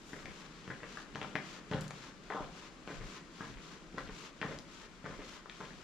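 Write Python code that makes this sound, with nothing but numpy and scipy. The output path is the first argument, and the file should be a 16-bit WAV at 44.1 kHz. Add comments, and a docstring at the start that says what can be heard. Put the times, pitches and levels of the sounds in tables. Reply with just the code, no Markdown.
"""Footsteps in a stone tunnel

Someone walks steadily over packed dirt and gravel through a narrow tunnel. Each sole lands with a
dull thud, knocks stones together and grinds the grit; clothing swishes and air buffets the
microphone with the stride. The close walls throw every knock back and the bore booms faintly
over a low wash of air."""
import sys
import numpy as np
from scipy import signal
from scipy.fft import rfft, irfft
from scipy.io import wavfile

SR = 44100
rng = np.random.default_rng(int(sys.argv[2]) if len(sys.argv) > 2 else 0)


def master(y):
    """Save y as 16-bit WAV."""
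    cut = np.clip(np.atleast_2d(y).T, -1, 1)
    pcm = np.round(cut * 32767)  # scale
    wavfile.write(sys.argv[1], SR, pcm.astype(np.int16))


N = 257103
TIME_S = np.arange(N) / SR


def from_db(db):
    return 10 ** (np.asarray(db) / 20)


def unit_rms(x):
    return x / np.sqrt(np.mean(x ** 2) + 1e-20)


def gain_curve(rows):
    """Gain at every sample from rows of (s, dB)."""
    return from_db(np.interp(TIME_S, *np.transpose(rows)))


def at_hz(rows, hz):
    """Read a table on a log-frequency axis."""
    row_hz, values = np.transpose(rows)
    return np.interp(np.log(np.maximum(hz, 1)), np.log(row_hz), values)


def band(x, low_hz, high_hz, order=2):
    """Causal band-pass."""
    edges_hz = np.clip([low_hz, max(high_hz, low_hz * 1.1)], [10, 20], [.4 * SR, .45 * SR])
    return signal.sosfilt(signal.butter(order, edges_hz, "band", fs=SR, output="sos"), x + 1e-18)


def pan(left_db):
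    """Left and right gains for a level difference."""
    return from_db(np.array([[.5], [-.5]]) * left_db)


def add(out, start_s, sound):
    start = max(round(start_s * SR), 0)
    out[..., start:start + sound.shape[-1]] += sound[..., :N - start]


def step_swells(after_s, peaks_db, rise_s, fall_s, flatness=4.3):
    """Power of one swell per step; bell-shaped at flatness 2, flatter on top above that."""
    power = np.zeros(N)
    for peak_s, db, rise, fall in np.broadcast(LANDINGS_S + after_s, peaks_db, rise_s, fall_s):
        away = np.abs(TIME_S - peak_s) / np.where(TIME_S < peak_s, rise, fall)
        near = away < 2
        power[near] += from_db(db) ** 2 * np.exp(-2 * away[near] ** flatness)
    return power


def contact(hz, octaves, order=2):
    """A dead blow of a cycle or two around its pitch; peak 1."""
    spread = 2 ** (octaves / 2)
    pulse = band(signal.unit_impulse(SR // 10), hz / spread, hz * spread, order)
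    return pulse / np.abs(pulse).max()


def rattle(pulse, db, decay_s):
    """A contact followed by a few milliseconds of finer ones of the same colour."""
    t = TIME_S[:len(pulse)]
    fine = signal.fftconvolve(rng.standard_normal(len(t)), pulse)[:len(t)]
    fine = unit_rms(fine * np.exp(-t / decay_s))
    return pulse + from_db(db) * fine * np.sqrt(np.mean(pulse ** 2))


# Likeness of the channels in a diffuse field. Each row: frequency in Hz, coherence.
COHERENCE = [(30, 0.68), (70, -0.35), (130, 0.77), (300, 0.91), (600, 0.8), (1200, 0.53), (2400, 0.31),
             (4500, 0.38), (8000, -0.33), (13000, -0.036)]
# Lean of the diffuse field. Each row: frequency in Hz, left over right in dB.
LEAN_DB = [(100, 0.5), (300, 0.5), (600, 3), (1100, 4.5), (2000, 8), (4000, 5), (8000, 0), (13000, 6.5)]


def diffuse(spectrum_db):
    """Coloured noise from all sides, its channels most alike in the low mids."""
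    hz = np.arange(N // 2 + 1) * SR / N
    mid, side = rfft(rng.standard_normal((2, N)))
    coherence = np.clip(at_hz(COHERENCE, hz), -1, 1)
    stereo = np.sqrt(1 + coherence) * mid + np.sqrt(1 - coherence) * side * [[1], [-1]]
    return unit_rms(irfft(stereo * from_db(at_hz(spectrum_db, hz)) * pan(at_hz(LEAN_DB, hz)), N))


# Tunnel air spectrum. Each row: frequency in Hz, relative density in dB.
WASH_SPECTRUM_DB = [(40, -40), (95, -16), (135, -5.5), (167, 2.5), (245, -2), (320, -1.5), (450, -7),
                    (790, -15), (1250, -12.5), (2100, -18), (3400, -24), (5500, -27.5), (7400, -24.5),
                    (14000, -47.5)]
# Tunnel air between swells. Each row: time in seconds, level in dB.
WASH_FLOOR_DB = [(0, -55.5), (1.5, -53.5), (2.2, -56), (3.1, -54.5), (4.2, -56.5), (4.9, -56.5),
                 (5.83, -58)]


def wash():
    """The tunnel's low wash swells a little after each footfall."""
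    swells = step_swells(after_s=0.04, peaks_db=-57.5, rise_s=0.069, fall_s=0.29)
    return np.sqrt(gain_curve(WASH_FLOOR_DB) ** 2 + swells) * diffuse(WASH_SPECTRUM_DB)


# Body movement per step, delays from the heel landing. Each row: rustle delay and half-length in
# seconds, rustle level in dB, leg swing delay in seconds, swish and gust levels in dB.
STRIDE_MOVES = [(0.032, .13, -65.5, .275, -62.5, -56), (-0.021, 0.18, -66.5, 0.29, -60, -71),
                (0.082, 0.094, -64, 0.37, -58.5, -67), (0.077, 0.092, -61, .32, -60, -64),
                (0.065, 0.13, -65, .315, -62, -55), (0.061, 0.071, -61.5, 0.25, -59, -52.5),
                (0.032, 0.11, -61.5, 0.3, -62, -56.5), (0.077, 0.063, -64, 0.28, -58.5, -52.5),
                (.085, 0.086, -62, 0.38, -62, -58), (.085, 0.083, -64.5, 0.28, -60, -59),
                (0.01, 0.12, -63, 0.2, -66, -70)]
# Fabric spectrum. Each row: frequency in Hz, relative density in dB.
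CLOTH_SPECTRUM_DB = [(400, -33), (750, -16), (1050, -3.5), (1300, -3.5), (1800, -9), (2700, -6.5),
                     (3400, -7.5), (4200, -9), (7200, -11.5), (9000, -21.5), (12900, -29), (15000, -51)]
# Crispness of the rub. Each row: time in seconds, treble gain in dB.
CLOTH_TREBLE_DB = [(0, 8), (.1, 7.5), (.5, -5.5), (5.83, -2.5)]


def clothing(rest_db=-69, trim_db=6.5, catch_db=1.15, catches_per_s=250, split_hz=7500, brightening=0.64):
    """Fabric rubs at each landing and leg swing, catching finely; a faster rub is brighter."""
    rustle_s, half_s, rustle_db, swing_s, swish_db, _ = np.transpose(STRIDE_MOVES)
    rustle = step_swells(rustle_s, rustle_db, half_s, half_s)
    swish = step_swells(swing_s, swish_db, rise_s=0.11, fall_s=0.079)
    speed = np.sqrt(from_db(rest_db) ** 2 + rustle + swish)
    catching = unit_rms(np.interp(TIME_S * catches_per_s, np.arange(N), rng.standard_normal(N)))
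    rub = from_db(trim_db + catch_db * catching) * diffuse(CLOTH_SPECTRUM_DB)
    low = signal.sosfiltfilt(signal.butter(2, split_hz, fs=SR, output="sos"), rub)
    treble = (rub - low) * gain_curve(CLOTH_TREBLE_DB) * unit_rms(speed) ** brightening
    return speed * (low + treble)


# Buffeting spectrum. Each row: frequency in Hz, relative density in dB.
BUFFET_SPECTRUM_DB = [(15, -17), (28, 0.5), (40, -1), (60, -6.5), (100, -13), (200, -60)]


def buffet(rest_db=-66, trim_db=2.5):
    """Each stride pushes air over the microphone."""
    gust_db = np.array(STRIDE_MOVES)[:, -1]
    gusts = step_swells(after_s=0.13, peaks_db=gust_db, rise_s=0.066, fall_s=0.09)
    return from_db(trim_db) * np.sqrt(from_db(rest_db) ** 2 + gusts) * diffuse(BUFFET_SPECTRUM_DB)


# Stone knocks; the row at 1.3616 s is the quick ground echo of the loud knock just before it. # Each row: start
# in seconds, level in dB, pitch in Hz, bandwidth in octaves, relative edge level in dB.
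STONE_KNOCKS = [(.1318, -38, 1690, 0.53, -23), (0.2564, -36.5, 2024, 0.54, -3),
                (0.6768, -41, 1390, 0.78, -23), (0.7036, -37, 1630, 0.49, -23),
                (.8329, -36.5, 1970, 0.91, -23), (0.9716, -34.5, 1440, 0.51, -23),
                (1.157, -31, 990, 1.7, -7), (1.215, -30.5, 1820, 1.7, -20), (1.229, -32.5, 1730, 1.7, -5.5),
                (1.245, -33.5, 1180, 0.62, -25), (1.3548, -21, 1530, 1.55, -15.5),
                (1.3616, -31.5, 1750, 1.16, -6), (1.714, -34, 1020, 2.9, -4.5),
                (1.735, -28.5, 2136, 1.6, -17), (1.908, -33.5, 990, 2.4, -20),
                (2.3025, -30, 1120, 1.7, -27), (2.322, -29.5, 1070, 1.6, -34),
                (2.8758, -37, 1630, 1.4, -14), (2.91, -41, 1650, 0.27, -18), (3.407, -33, 1370, 0.67, -26),
                (3.983, -32, 1490, 0.84, -5.5), (4.4151, -27.5, 1954, 1.1, -12.5),
                (4.428, -29, 1440, 0.89, -31), (5.0604, -36.5, 1400, 0.63, -19),
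                (5.458, -41, 1282, 0.82, -23), (5.4969, -35.5, 1280, 1.95, -17),
                (5.706, -46, 1390, 1.1, -27)]


def knocks(body_hz=620, body_db=-12, edge_hz=3800, rock_db=-5, rock_s=0.0039):
    """Bedded stones clack and rock briefly; the ground adds body, the hard contact a bright edge."""
    out = np.zeros(N)
    body = from_db(body_db) * contact(body_hz, octaves=0.93)
    for start_s, db, hz, octaves, edge_db in STONE_KNOCKS:
        edge = from_db(edge_db) * contact(edge_hz, octaves=1)
        clack = contact(hz, octaves, order=4) + body + edge
        add(out, start_s, from_db(db) * rattle(clack, rock_db, rock_s))
    return out


# Steps: the heel lands, the weight arrives, the forefoot comes down. Each row: start in seconds,
# weight and forefoot delays in seconds, heel, weight and forefoot levels in dB, heel and forefoot
# pitches in Hz.
FOOTFALLS = [(.132, 0.034, .120, -37.5, -50, -43, 227, 200), (.678, 0.023, 0.15, -39.5, -37, -48, 153, 173),
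             (1.153, .063, 0.2, -35.5, -37.5, -31.5, 165, 195),
             (1.713, .0325, .1045, -30.5, -27.5, -37.5, 152, 155),
             (2.302, .046, .104, -39.5, -31.5, -32.5, 337, 244),
             (2.876, .028, .133, -35, -34, -39.5, 284, 128),
             (3.407, 0.029, 0.094, -36, -44, -43, 183.5, 119),
             (3.944, .033, .147, -39.5, -37, -39.5, 212, 203),
             (4.417, .033, .092, -35, -32, -37.5, 194, 218),
             (5.043, 0.058, .149, -37.5, -39, -37, 167, 257),
             (5.603, 0.031, 0.096, -40.5, -63, -54, 179.3, 200)]
LANDINGS_S = np.array(FOOTFALLS)[:, 0]


def thuds(trim_db=-4.5, give_db=-6, scuff_db=-18, scuff_s=0.025):
    """The sole meets packed earth: a low push, a few cycles as the ground gives, a dull scuff above."""
    out, t = np.zeros(N), TIME_S[:SR // 10]
    for start_s, weight_s, fore_s, heel_db, weight_db, fore_db, heel_hz, fore_hz in FOOTFALLS:
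        roll = [(0, heel_db, heel_hz), (weight_s, weight_db, heel_hz), (fore_s, fore_db, fore_hz)]
        for delay_s, db, hz in roll:
            push = contact(hz, octaves=1.81)
            give = from_db(give_db) * contact(hz, octaves=0.47, order=1)
            friction = unit_rms(band(rng.standard_normal(len(t)), hz * 1.88, hz * 3.2, order=3))
            scuff = from_db(scuff_db) * friction * np.exp(-t / scuff_s)
            add(out, start_s + delay_s, from_db(db + trim_db) * (push + give + scuff))
    return out


def grit(length_s, hz, body_db, grains_per_s=900, size_db=5, band_ratio=1.49, attack_s=0.0016):
    """Grains slip at random under the weight, fading as the sole settles."""
    t = TIME_S[:SR // 3]
    sizes = from_db(size_db * np.minimum(rng.exponential(1, len(t)), 3)) * rng.choice([-1, 1], len(t))
    slips = sizes * (rng.random(len(t)) < grains_per_s / SR)
    grains = unit_rms(band(slips, hz / band_ratio, hz * band_ratio, order=4))
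    body = from_db(body_db) * unit_rms(band(slips, 344, 600))
    fines = from_db(-21) * unit_rms(band(slips, 3200, 3800))
    weight = (1 - np.exp(-t / attack_s)) * np.exp(-(t / length_s) ** 2)
    # The weight sets the energy, however the grains share it.
    return unit_rms(weight * (grains + body + fines)) * np.sqrt(np.mean(weight ** 2))


# Grit under each step. Each row: heel, weight and forefoot levels in dB, length in seconds,
# pitch in Hz, relative body level in dB.
GRIT_CRUNCHES = [(-55, -64, -62, 0.058, 1480, -2), (-69, -42.5, -47, 0.019, 1440, -4.5),
                 (-50.5, -47.5, -52, 0.032, 940, -6), (-41.5, -46, -61, .050, 1180, -3),
                 (-42.5, -44, -63, 0.08, 910, -10), (-50.5, -53.5, -52, 0.04, 1530, -0.5),
                 (-49.5, -57, -70, 0.043, 1320, -16), (-66, -37.5, -49, 0.016, 1290, -6),
                 (-43, -46, -47, 0.038, 1380, -1.5), (-47.5, -52, -52, 0.041, 1480, -1),
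                 (-45.5, -54, -77, 0.031, 1220, -2.5)]


def crunches(trim_db=-0.5, toe_trim_db=1):
    """Grit grinds under a step's three contacts, then the swinging toe brushes it with the swish."""
    out = np.zeros(N)
    for step, crunch, move in zip(FOOTFALLS, GRIT_CRUNCHES, STRIDE_MOVES):
        start_s, weight_s, fore_s, *_ = step
        heel_db, weight_db, fore_db, *ground = crunch
        *_, swing_s, swish_db, _ = move
        for delay_s, db in [(0, heel_db), (weight_s, weight_db), (fore_s, fore_db)]:
            add(out, start_s + delay_s, from_db(db + trim_db) * grit(*ground))
        toe = grit(length_s=0.082, hz=1380, body_db=-8.5)
        add(out, start_s + swing_s, from_db(swish_db + toe_trim_db) * toe)
    return out


def pebbles(per_step=4, db=-44.5, spread_db=1, hz=1970, spread_octaves=0.66, within_s=0.18):
    """Loose pebbles shift at random under the rolling sole and click faintly."""
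    out = np.zeros(N)
    for start_s in LANDINGS_S:
        for when, size, pitch in rng.uniform(-1, 1, (per_step, 3)):
            click = contact(hz * 2 ** (spread_octaves * pitch), octaves=0.81)
            add(out, start_s + abs(when) * within_s, from_db(db + spread_db * size) * click)
    return out * pan(7.5)


# First echoes off ground and walls. Each row: delay in seconds, gain in dB.
FIRST_ECHOES = [(.0067, -7), (.0172, -38), (0.024, -15), (0.0327, -12)]
# Scatter off rough stone. Each row: frequency in Hz, relative density in dB.
SCATTER_SPECTRUM_DB = [(80, 5), (200, 3), (500, 5), (1100, 0), (2000, 1.5), (3000, 1.5), (6000, 4),
                       (12000, 10)]
# Late tail. Each row: frequency in Hz, T60 in seconds.
TAIL_T60_S = [(100, 0.26), (400, 3.1), (1500, 0.13), (4000, 0.78), (12000, 0.22)]
# Cross modes of the bore. Each row: frequency in Hz, gain in dB, T60 in seconds.
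BORE_MODES = [(65.6, 5, 0.33), (125.3, 10, 0.93), (151.7, 10.5, 0.83), (193.2, 12, 0.53), (284, -35, 0.92),
              (357, 5.5, 0.22), (437, 3.5, 0.22), (483.7, -6, 0.16), (760, -18, 0.44), (840, -23, 0.6),
              (1033, 9, 0.37)]


def tunnel(x, early_db=-3, early_t60_s=0.34, build_s=0.0047, tail_db=-12, bore_trim_db=-1):
    """Stone walls return distinct echoes, a burst of scatter, a soft tail and the boom of the bore."""
    t = TIME_S[:SR]
    scatter = diffuse(SCATTER_SPECTRUM_DB)[:, :SR]
    scatter /= np.sqrt(np.mean(np.abs(rfft(scatter)[:, 500:2000]) ** 2) / SR)  # unit density, 0.5-2 kHz
    build = 1 - np.exp(-(t / build_s) ** 4)
    early = build * from_db(-60 * t / early_t60_s)
    response = from_db(early_db) * scatter * early / np.linalg.norm(early)
    octaves_hz = 60 * 2. ** np.arange(9)
    for low_hz, high_hz in zip(octaves_hz, octaves_hz[1:]):
        fade = build * from_db(-60 * t / at_hz(TAIL_T60_S, np.sqrt(low_hz * high_hz)))
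        response += from_db(tail_db) * band(scatter, low_hz, high_hz) * fade / np.linalg.norm(fade)
    for hz, db, t60_s in BORE_MODES:
        fade = from_db(-60 * t / t60_s)
        response += from_db(db + bore_trim_db) * 2 * fade / fade.sum() * np.cos(2 * np.pi * hz * t)
    out = x + signal.fftconvolve(x.mean(axis=0)[None], response, axes=1)[:, :N]
    for delay_s, db in FIRST_ECHOES:
        add(out, delay_s, from_db(db) * x)
    return out


# Sharp chips. Each row: start in seconds, level in dB, pitch in Hz, bandwidth in octaves.
STONE_CHIPS = [(1.1495, -39.5, 3150, 0.47), (1.81, -35.5, 6550, 0.96), (1.88, -40.5, 5970, 0.88),
               (1.9075, -41, 5290, 0.76), (4.588, -38.5, 2960, 2.1), (5.497, -41, 3230, 0.58)]


def chips(trim_db=-4.5, splinter_db=0, splinter_s=0.0013):
    """Tiny stones snap with a bright tick and a brief splintering."""
    out = np.zeros(N)
    for start_s, db, hz, octaves in STONE_CHIPS:
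        snap = rattle(contact(hz, octaves), splinter_db, splinter_s)
        add(out, start_s, from_db(db + trim_db) * snap)
    return out


def scene():
    """Steps echo in the tunnel; clothing, air and a share of the chips stay dry."""
    ticks = chips() * pan(5.2)
    steps = thuds() * pan(0.69) + knocks() * pan(7.5) + pebbles()
    steps += crunches() * pan(3.7) + from_db(4) * ticks
    steps[0] = np.roll(steps[0], shift=1)  # the ground reaches the left side one sample later
    air = wash() + buffet()
    return tunnel(steps) + ticks + clothing() + air


def record(dry, shelf_hz=7800, shelf_db=-4, cutoff_hz=15000):
    """The microphone dulls the top octave, and the very top is cut."""
    low = signal.sosfiltfilt(signal.butter(6, shelf_hz, fs=SR, output="sos"), dry)
    dulled = low + from_db(shelf_db) * (dry - low)
    return signal.sosfilt(signal.ellip(10, .1, 80, cutoff_hz, fs=SR, output="sos"), dulled)


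dry = scene()
out = record(dry)
master(out)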